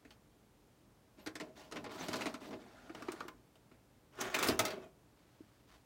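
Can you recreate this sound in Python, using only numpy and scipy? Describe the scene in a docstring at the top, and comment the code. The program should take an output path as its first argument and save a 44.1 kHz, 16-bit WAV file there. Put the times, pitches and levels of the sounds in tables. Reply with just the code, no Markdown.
"""A quiet room: a video cassette is pushed by hand into a VCR on a wooden cabinet.
Its plastic shell knocks and scrapes through the slot: struck modes and grains of rubbing noise.
A geared motor then draws the carriage in and drops it onto the deck, with tooth clicks, whine and drone.
The sprung door flap slaps shut and bounces on ringing modes of its own, and the motor runs out.
Under it lie single clicks, soft bumps, squeaks, room air, a faint hum and a rustling arm."""
import sys
import numpy as np
from scipy import signal
from scipy.fft import rfft, irfft, next_fast_len
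from scipy.io import wavfile
from scipy.ndimage import map_coordinates

SR = 44100
rng = np.random.default_rng(int(sys.argv[2]) if len(sys.argv) > 2 else 0)


def log_audio(samples):
    """Write samples as a 16-bit WAV file to the path given in sys.argv[1]."""
    # one column per channel
    frames = np.atleast_2d(samples).T
    # limit to full scale, then quantise
    limited = np.clip(frames, -1, 1)
    pcm = np.round(limited * 32767).astype(np.int16)
    wavfile.write(sys.argv[1], SR, pcm)


N = 257984

# low modes of the chassis and lid: (frequency [Hz], relative level [dB], t60 [s])
CHASSIS_MODES = [(105, -17, .17), (168, -15, .13), (245, -6, .06), (284, 1, .07), (314, 1, .075),
                 (345, -4, .06), (377, -5, .1), (445, -4, .07), (478, -4, .08), (646, -7, .085),
                 (700, -9, .06), (760, -13, .05)]
# modes of the cassette shell and carriage plates: (frequency [Hz], relative level [dB], t60 [s])
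PLATE_MODES = [(880, -3, .09), (1032, -2, .13), (1170, -2, .06), (1245, 0, .09), (1465, -1, .11),
               (1875, -2, .09), (2095, -2, .09), (2303, -4, .08), (2515, 0, .07), (2900, -4, .05),
               (3260, -6, .06), (3808, -6, .09), (4740, -4, .07), (6450, -8, .05)]
# spectrum of plastic scraping, also used for the rustle: (frequency [Hz], relative level [dB])
SCRAPE_SPECTRUM = [(300, -20), (700, 1.5), (1300, 0.5), (2500, -4.5), (4000, -6), (6000, -11),
                   (8500, -17.5), (11000, -22), (15500, -21)]

STROKE_ATTACK_S = 0.025  # a stroke of the hand gathers speed
SCRAPE_T60_S, DRONE_T60_S = 0.35, 0.48  # after it, the scrape dies sooner than the drone


def knocks():
    """The shell knocks in the slot; the cushioning hand takes the edge off its treble."""
    soft_hz = 10500
    shell = blows(corners(), PLATE_MODES, clack_db=-10.0, part_db=-12.0, part_width=0.21, part_t60=0.063,
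                  ring_db=-22, thud_db=2, crack_db=-1.5, crack_life=0.57, thud_rise=0.0026,
                  hold=0.001, patchy_db=2.5)
    return signal.sosfilt(signal.butter(2, soft_hz, fs=SR, output="sos"), shell)


def corners():
    """One corner of the shell lands and then the other, so each knock is two contacts."""
    # knocks: (time [s], level [dB], second corner re first [dB], thud offset [dB],
    # crack offset [dB], pitch of the part under the first corner [Hz])
    shell_knocks = [(1.262, -35.5, 1, -7.5, -11, 1530), (1.3542, -36, -13, -9, -7.5, 1730),
                    (1.3994, -36, -3.5, -7, -13, 1960), (1.713, -42.5, 4.5, -10, -9.5, 950),
                    (1.7576, -37, 3.5, -14, -21, 1940), (1.842, -37.5, -11, -8, -14.5, 880),
                    (1.8617, -39.5, -29, -4, -47, 1090), (1.8933, -43, -12, -5, -33, 1070),
                    (2.0088, -36.5, -5, -7, -23, 1200), (2.0838, -33, -20, -6, -7, 1860),
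                    (2.1304, -27.5, -5, -23, -12.5, 1230), (2.157, -43.5, -5.5, 3.5, 2, 1810),
                    (2.2081, -32.5, -0.5, -13.5, -13, 1940), (2.2568, -32, -1.5, -3.5, -12, 1880),
                    (2.3412, -34.5, -15, -9, -14, 1310), (2.508, -44.5, -9, 2, -17, 1010),
                    (2.5278, -39, -7, -3, -41, 1880)]
    clack_t60_s = .079
    lag_s, thud_lift_db, pitch_ratio = .009, 3.5, 1.34  # the second is later, heavier and higher
    rows = []
    for s, db, second_db, low_db, high_db, hz in shell_knocks:
        rows.append((s, db, low_db, high_db, hz, clack_t60_s))
        second = (s + lag_s, db + second_db, low_db + thud_lift_db, high_db, hz * pitch_ratio, clack_t60_s)
        rows.append(second)
    return rows


def sliding():
    """Plastic sticks and slips on the guides, first in the slot, then on the carriage rails."""
    # pushes through the slot:
    # (start [s], held until [s], scrape level [dB], chassis drone before trim [dB])
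    slot_pushes = [(1.17, 1.21, -65.5, -60.5), (1.39, 1.44, -64.5, -54), (1.55, 1.615, -57.5, -59),
                   (1.72, 1.78, -60.5, -51), (1.895, 1.98, -52, -51), (1.97, 2.27, -50, -49),
                   (2.395, 2.47, -56.5, -52), (2.49, 2.55, -63.5, -54.5)]
    # the thumb presses the carriage back along its rails, lightly and then harder:
    # (start [s], held until [s], rub level [dB], chassis drone before trim [dB])
    thumb_presses = [(2.58, 2.92, -63.5, -63.5), (2.93, 3.09, -58.5, -60), (3.08, 3.22, -57.5, -58)]
    # spectrum of the rub on the rails: (frequency [Hz], relative level [dB])
    rail_spectrum = [(300, -10), (700, 7), (1000, -1), (1450, 4.5), (1750, 1), (2600, -4.5), (4500, -7.5),
                     (7000, -14), (15500, -27)]
    slot = grains(per_second=16000, spread_db=1.5) * amp(1.16 * wobble(rate=90))
    rails = grains(per_second=13000, spread_db=-0.5) * amp(0.53 * wobble(rate=31))
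    release = SCRAPE_T60_S, DRONE_T60_S
    in_slot = housing(slot, strokes(slot_pushes, release), SCRAPE_SPECTRUM, plates_db=-12.0, chassis_db=0.5)
    on_rails = housing(rails, strokes(thumb_presses, release), rail_spectrum, plates_db=-14, chassis_db=2.0)
    return in_slot + on_rails


def drive(mesh_hz, waver, tooth_db, grind_db):
    """Gear teeth meet at a wavering rate and whine while the carriage grinds along its track."""
    # load as the drive draws the carriage in, lowers it and runs out:
    # (time [s], gear rattle level [dB], chassis drone before trim [dB])
    load = [(4.12, -75, -76), (4.215, -44, -47.5), (4.325, -49, -50.5), (4.41, -38, -47.5),
            (4.52, -41.5, -38), (4.575, -57, -55), (4.64, -49.5, -41.5), (4.79, -65.5, -53),
            (4.85, -63.5, -56.5), (4.92, -88, -74)]
    # spectrum of the gear rattle: (frequency [Hz], relative level [dB])
    gear_spectrum = [(300, -7), (700, -2), (1300, 7.5), (2600, -0.5), (3400, -0.5), (4200, -8),
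                     (6000, -7.5), (10000, -18.5), (15500, -20)]
    # tones of the gear mesh: (multiple of the tooth rate [-], mid level re untrimmed drone [dB])
    mesh_tones = [(1, -25), (4, -19), (7, -22)]
    levels = gains(load)
    teeth = np.cumsum(mesh_hz * (1 + waver * wobble(rate=30))) / SR  # teeth passed so far
    tooth_passes = np.diff(np.floor(teeth), prepend=0)
    tooth_clicks = unit(tooth_passes * amp(tooth_db * rng.standard_normal(N)))  # uneven teeth
    grind = amp(grind_db) * grains(per_second=9000, spread_db=3.0)
    force = (tooth_clicks + grind) * amp(1.7 * wobble(rate=140))
    whine = np.zeros(N)
    for k, db in mesh_tones:
        whine += amp(db + 5.9 * wobble(rate=23)) * np.sin(2 * np.pi * k * teeth)
    rattle = housing(force, levels, gear_spectrum, plates_db=-8.0, chassis_db=-16.0)
    return rattle + levels[1] * whine


def flap():
    """The sprung door flap hits its stop and bounces, ringing in its own modes."""
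    # slaps: (time [s], level [dB], thud offset [dB], crack offset [dB],
    # pitch of the struck part [Hz], clack t60 [s])
    slaps = [(4.592, -15.5, -14, -11.5, 1260, 0.13), (4.6518, -26.5, -13, -10, 2090, 0.16),
             (4.6814, -33, -26, -16, 1464, 0.071), (4.7034, -34.5, -22, -20, 1070, 0.24)]
    # modes of the door flap: (frequency [Hz], relative level [dB], t60 [s])
    flap_modes = [(844, -3, 0.22), (1185, -10, 0.074), (1290, 9, 0.078), (1760, -27, .1), (2040, 8, 0.077),
                  (2200, -14, 0.053), (3450, -11, 0.094), (3410, -8.5, 0.18), (4170, -17, 0.11),
                  (4600, 10.5, 0.068), (6000, -14, .05), (8450, -2, 0.074)]
    return blows(slaps, flap_modes, clack_db=-13.5, part_db=-16.5, part_width=0.059, part_t60=0.1,
                 ring_db=-13.5, thud_db=2.0, crack_db=0.5, crack_life=0.43, thud_rise=0.0033,
                 hold=0.0012, patchy_db=3.5)


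def clicks():
    """Carriage, levers and handled shell click as short blows on the plates."""
    # clicks: (time [s], level [dB], thud offset [dB], crack offset [dB],
    # pitch of the struck part [Hz], clack t60 [s])
    single_clicks = [(0.049, -52, 1, -22, 1900, 0.16), (0.1055, -48, -25, -15, 3000, 0.13),
                     (2.8951, -41, -8, -33, 1430, 0.061), (2.9483, -36.5, -9, -17, 820, .04),
                     (3.0221, -37.5, -7.5, -16, 1240, .058), (3.0837, -33, -8, -32, 1260, 0.081),
                     (3.1187, -41, -17, -3.5, 1470, .07), (3.2047, -29, -16.5, -23, 1260, 0.031),
                     (3.2817, -34, -12.5, -14, 1220, 0.046), (3.5546, -57, -4, -12, 3100, .11),
                     (3.7133, -56.5, 2, -35, 1430, .2), (4.135, -54, -20, -30, 1400, .09),
                     (4.1861, -41.5, -3, -20, 1200, 0.063), (4.2124, -32.5, -16, -3, 1280, .07),
                     (4.343, -20.5, -42, -16, 2450, 0.043), (4.3479, -25, -23, -9, 2600, .09),
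                     (4.3639, -28, -9, -24, 1210, 0.055), (4.3879, -30, -9, -3.5, 1240, 0.082),
                     (4.4269, -24.5, -20, -6.5, 1050, 0.11), (4.4425, -40, 3, -2, 1140, 0.21),
                     (4.4711, -35.5, -4, -1, 1200, 0.21), (4.4856, -22.5, -2.5, -5, 4730, 0.029),
                     (4.4958, -27, -2.5, -16, 1080, 0.055)]
    return blows(single_clicks, PLATE_MODES, clack_db=-11.0, part_db=-10.0, part_width=0.28, part_t60=0.061,
                 ring_db=-22.5, thud_db=3, crack_db=-3.0, crack_life=0.71, thud_rise=0.0033,
                 hold=0.0012, patchy_db=4.5)


def squeaks():
    """Smooth plastic chatters: fast stick-slip swells in one resonance and dies."""
    # squeaks: (middle [s], length [s], frequency [Hz], level before the swell [dB], relative width [-])
    chatters = [(1.244, 0.15, 12800, -75, .04), (2.008, 0.044, 6120, -53, 0.07),
                (4.214, 0.031, 6040, -41, 0.35), (4.443, 0.0098, 15800, -39, 0.033),
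                (4.834, 0.067, 2610, -73, 0.038)]
    out = np.zeros(N)
    for s, length, hz, db, width in chatters:
        swell = np.hanning(round(length * SR))
        tone = narrow(hz, width, size=SR // 2)[:len(swell)]
        add(out, s - length / 2, amp(db) * tone * swell)
    return out


def bumps():
    """Soft contacts sound only one low mode each, a dying sine with a rounded onset."""
    # bumps: (time [s], level before onset and decay [dB], frequency [Hz], t60 [s])
    soft_bumps = [(1.184, -48, 324, .06), (2.26, -28, 292, 0.058), (2.573, -43, 325, 0.045),
                  (2.901, -37.5, 330, 0.069), (3.086, -27.5, 352, 0.048), (3.138, -36, 350, 0.039),
                  (3.251, -41.5, 361, 0.068), (4.492, -35, 127, 0.099), (4.497, -43, 78.3, 0.28),
                  (5.406, -40, 309, 0.049)]
    out, t = np.zeros(N), np.arange(SR // 3) / SR
    onset = 1 - np.exp(-t / 0.0011)
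    for s, db, hz, t60 in soft_bumps:
        add(out, s, -amp(db) * np.sin(2 * np.pi * hz * t) * fade(t, t60) * onset)
    return out


def background():
    """Room air is shaped noise, the hum steady sines, the arm's rustle fine grains."""
    # spectrum of the room air: (frequency [Hz], relative level [dB])
    air_spectrum = [(25, -31), (45, 2), (80, -4), (120, -2.5), (200, -4.5), (320, -7), (500, -10.5),
                    (900, -15.5), (1650, -21.5), (3250, -25.5), (8000, -29.5), (16000, -33.5)]
    # steady hum in the room: (frequency [Hz], rms level [dB])
    hum_tones = [(118.4, -80), (301.5, -81)]
    # the arm draws back: (start [s], held until [s], rustle level [dB])
    arm_strokes = [(5.15, 5.62, -76.5), (5.67, 5.74, -65.5)]
    t = np.arange(N) / SR
    air = amp(-67.0) * colour(rng.standard_normal(N), air_spectrum)
    hum = sum(amp(db) * np.sqrt(2) * np.sin(2 * np.pi * hz * t) for hz, db in hum_tones)
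    cloth = colour(grains(per_second=2800, spread_db=1.0), SCRAPE_SPECTRUM)
    rustle = strokes(arm_strokes, [SCRAPE_T60_S])[0] * cloth
    return air + hum + rustle


def room(x):
    """A small furnished room: a noise tail whose treble dies before its bass."""
    # reverberation: (frequency [Hz], t60 [s])
    reverb_times = [(150, 0.52), (600, 0.44), (2500, 0.14), (8000, 0.15), (16000, 0.18)]
    hz, t, z = signal.stft(rng.standard_normal(SR // 2), SR, nperseg=256)
    tail = signal.istft(z * fade(t, along(reverb_times, hz)[:, None]), SR, nperseg=256)[1]
    tail *= 1 - np.exp(-np.arange(len(tail)) / SR / 0.003)  # the reflections build up
    return signal.fftconvolve(x, tail / np.linalg.norm(tail))[:N]


def blows(rows, modes, clack_db, part_db, part_width, part_t60, ring_db, thud_db, crack_db, crack_life,
          thud_rise, hold, patchy_db):
    """Each contact: bright crack, clack of dense modes, struck part's ring, plates, slower chassis thud."""
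    # spectra of the clack and of the crack: (frequency [Hz], relative level [dB])
    clack_spectrum = [(150, -30), (400, -3.5), (700, 7.5), (1300, 4.5), (2500, 2), (4500, -5.5),
                      (7000, -18.5), (11000, -38), (16000, -38)]
    crack_spectrum = [(1500, -12), (4000, 7), (6500, 9), (9000, 5), (11500, 2.5), (15500, 4)]
    out, t = np.zeros(N), np.arange(SR // 4) / SR
    dense = patches(rng.standard_normal(N + SR), patchy_db, hz_step=322.0, life=.07)
    free = np.hypot(t, hold) - hold  # clack and part hold near full level for a few ms before they decay
    build = 1 - np.exp(-t / 0.0012)  # the plastic takes a moment to ring; the crack is instant
    thud_build = 1 - np.exp(-t / thud_rise)
    for s, db, low_db, high_db, hz, t60 in rows:
        buzz = dense[round(s * SR):][:len(t)]
        clack = amp(clack_db) * colour(buzz, clack_spectrum) * fade(free, t60)
        crack = amp(crack_db + high_db) * colour(buzz, crack_spectrum) * fade(t, t60 * crack_life)
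        part = amp(part_db) * narrow(hz, part_width, size=len(t)) * fade(free, part_t60)
        plates = amp(ring_db) * ring(modes, t, scatter_db=7.5)
        thud = amp(thud_db + low_db) * ring(CHASSIS_MODES, t, scatter_db=6.0, spread=0.68) * thud_build
        add(out, s, amp(db) * (crack + build * (clack + part + plates + thud)))
    return out


def housing(force, levels, spectrum, plates_db, chassis_db):
    """Rubbing heard through the housing: plastic hisses, plates ring, the chassis shudders unevenly."""
    # spectrum of the chassis drone: (frequency [Hz], relative level [dB])
    drone_spectrum = [(60, -30), (130, -10.5), (220, -7), (300, -4), (380, 4.5), (470, -6), (545, -6.5),
                      (670, -1), (900, -27), (1500, -75)]
    treble, drone = levels
    rubbed = patches(force, depth_db=3, hz_step=453, life=.014)
    hiss = colour(rubbed, spectrum)
    shell = unit(hiss + amp(plates_db) * through(colour(force, spectrum), PLATE_MODES))
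    low = colour(force, drone_spectrum)
    shudder = amp(2.84 * wobble(rate=55))
    body = unit((low + amp(chassis_db) * through(low, CHASSIS_MODES)) * shudder)
    return treble * shell + amp(-0.5) * drone * body  # the drone is trimmed by half a dB


def grains(per_second, spread_db):
    """Tiny catches of rough surfaces, at random times and in uneven sizes, at rms 1."""
    caught = rng.random(N) < per_second / SR
    return unit(caught * rng.standard_normal(N) * amp(spread_db * rng.standard_normal(N)))


def patches(x, depth_db, hz_step, life):
    """The contact point moves, so the modes it excites keep changing in strength."""
    hz, t, z = signal.stft(x, SR, nperseg=256)
    knots = rng.standard_normal((300, 900))
    places = np.meshgrid(hz / hz_step, t / life, indexing="ij")
    field = map_coordinates(knots, places, order=1, mode="wrap")
    return unit(signal.istft(z * amp(depth_db * field), SR, nperseg=256)[1][:len(x)])


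def ring(modes, t, scatter_db, spread=1.0):
    """Damped modes, scattered in level and, by spread in turns, in phase each time they are struck."""
    hz, db, t60 = np.transpose(modes)
    size = amp(db + scatter_db * rng.standard_normal(len(hz)))
    phase = 2 * np.pi * (hz[:, None] * t + spread * rng.random((len(hz), 1)))
    return size @ (np.sin(phase) * fade(t, t60[:, None])) / np.sqrt(np.sum(size ** 2) / 2)


def through(x, modes):
    """x sounding through a set of damped modes, at rms 1."""
    response = ring(modes, np.arange(SR // 4) / SR, scatter_db=5.5, spread=0)
    return unit(signal.fftconvolve(x, response)[:N])


def narrow(hz, width, size):
    """Noise in one resonance of the given relative width, at rms 1."""
    b, a = signal.iirpeak(min(hz, SR / 2 - 1), 1 / width, SR)
    noise = signal.filtfilt(b, a, rng.standard_normal(2 * size))
    return unit(noise[size // 2:][:size])


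def colour(x, spectrum):
    """x shaped by a spectrum, at rms 1."""
    m = next_fast_len(len(x) + 4096)
    curve = amp(along(spectrum, np.fft.rfftfreq(m, 1 / SR)))
    return unit(irfft(rfft(x, m) * curve, m)[:len(x)])


def strokes(rows, t60s):
    """A gain per sample for each dB column: every stroke swells, holds and dies with that column's t60."""
    t = np.arange(N) / SR
    start, end, *levels = np.transpose(rows)[:, :, None]
    swell = np.clip((t - start) / STROKE_ATTACK_S, 0, 1)
    since_end = np.maximum(t - end, 0)
    # where strokes overlap, the louder one counts
    return [np.max(amp(db) * swell * fade(since_end, t60), axis=0) for db, t60 in zip(levels, t60s)]


def gains(rows):
    """A gain per sample for each dB column, practically silent outside the rows."""
    s, *cols = np.transpose(rows)
    t = np.arange(N) / SR
    return [amp(np.interp(t, s, c, left=-140, right=-140)) for c in cols]


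def wobble(rate):
    """A smooth random curve, rate knots a second."""
    knots = rng.standard_normal(int(N * rate / SR) + 4)
    return map_coordinates(knots, [np.arange(N) * rate / SR])


def fade(t, t60):
    """Exponential decay by 60 dB in t60, which is kept to 3 ms or more."""
    return amp(-60 * t / np.maximum(t60, .003))


def along(points, hz):
    """(Hz, value) points read on a log frequency axis."""
    f, v = np.transpose(points)
    return np.interp(np.log(hz + 1), np.log(f), v)


def amp(db):
    """Decibels to gain."""
    return 10 ** (np.asarray(db) / 20)


def unit(x):
    """x at rms 1."""
    return x / np.sqrt(np.mean(x ** 2) + 1e-20)


def add(track, s, sound):
    """Mix a sound into the track at time s."""
    start = max(round(s * SR), 0)
    track[start:start + len(sound)] += sound[:N - start]


def scene():
    """Cassette, drive and flap excite the room; bumps and background join without its reverberation."""
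    motor = drive(mesh_hz=371, waver=0.028, tooth_db=1.0, grind_db=9.5)
    direct = knocks() + clicks() + flap() + sliding() + squeaks() + motor
    return (direct + amp(-11.5) * room(direct) + bumps() + background())[None]


def record(dry):
    """The phone cuts the deep bass and keeps nothing above its band limit."""
    top_hz = 15900
    m = next_fast_len(N + 4096)
    heard = signal.sosfilt(signal.butter(6, 38, "high", fs=SR, output="sos"), dry)
    passed = np.fft.rfftfreq(m, 1 / SR) < top_hz
    return irfft(rfft(heard, m) * passed, m)[:, :N]


dry = scene()
out = record(dry)
log_audio(out)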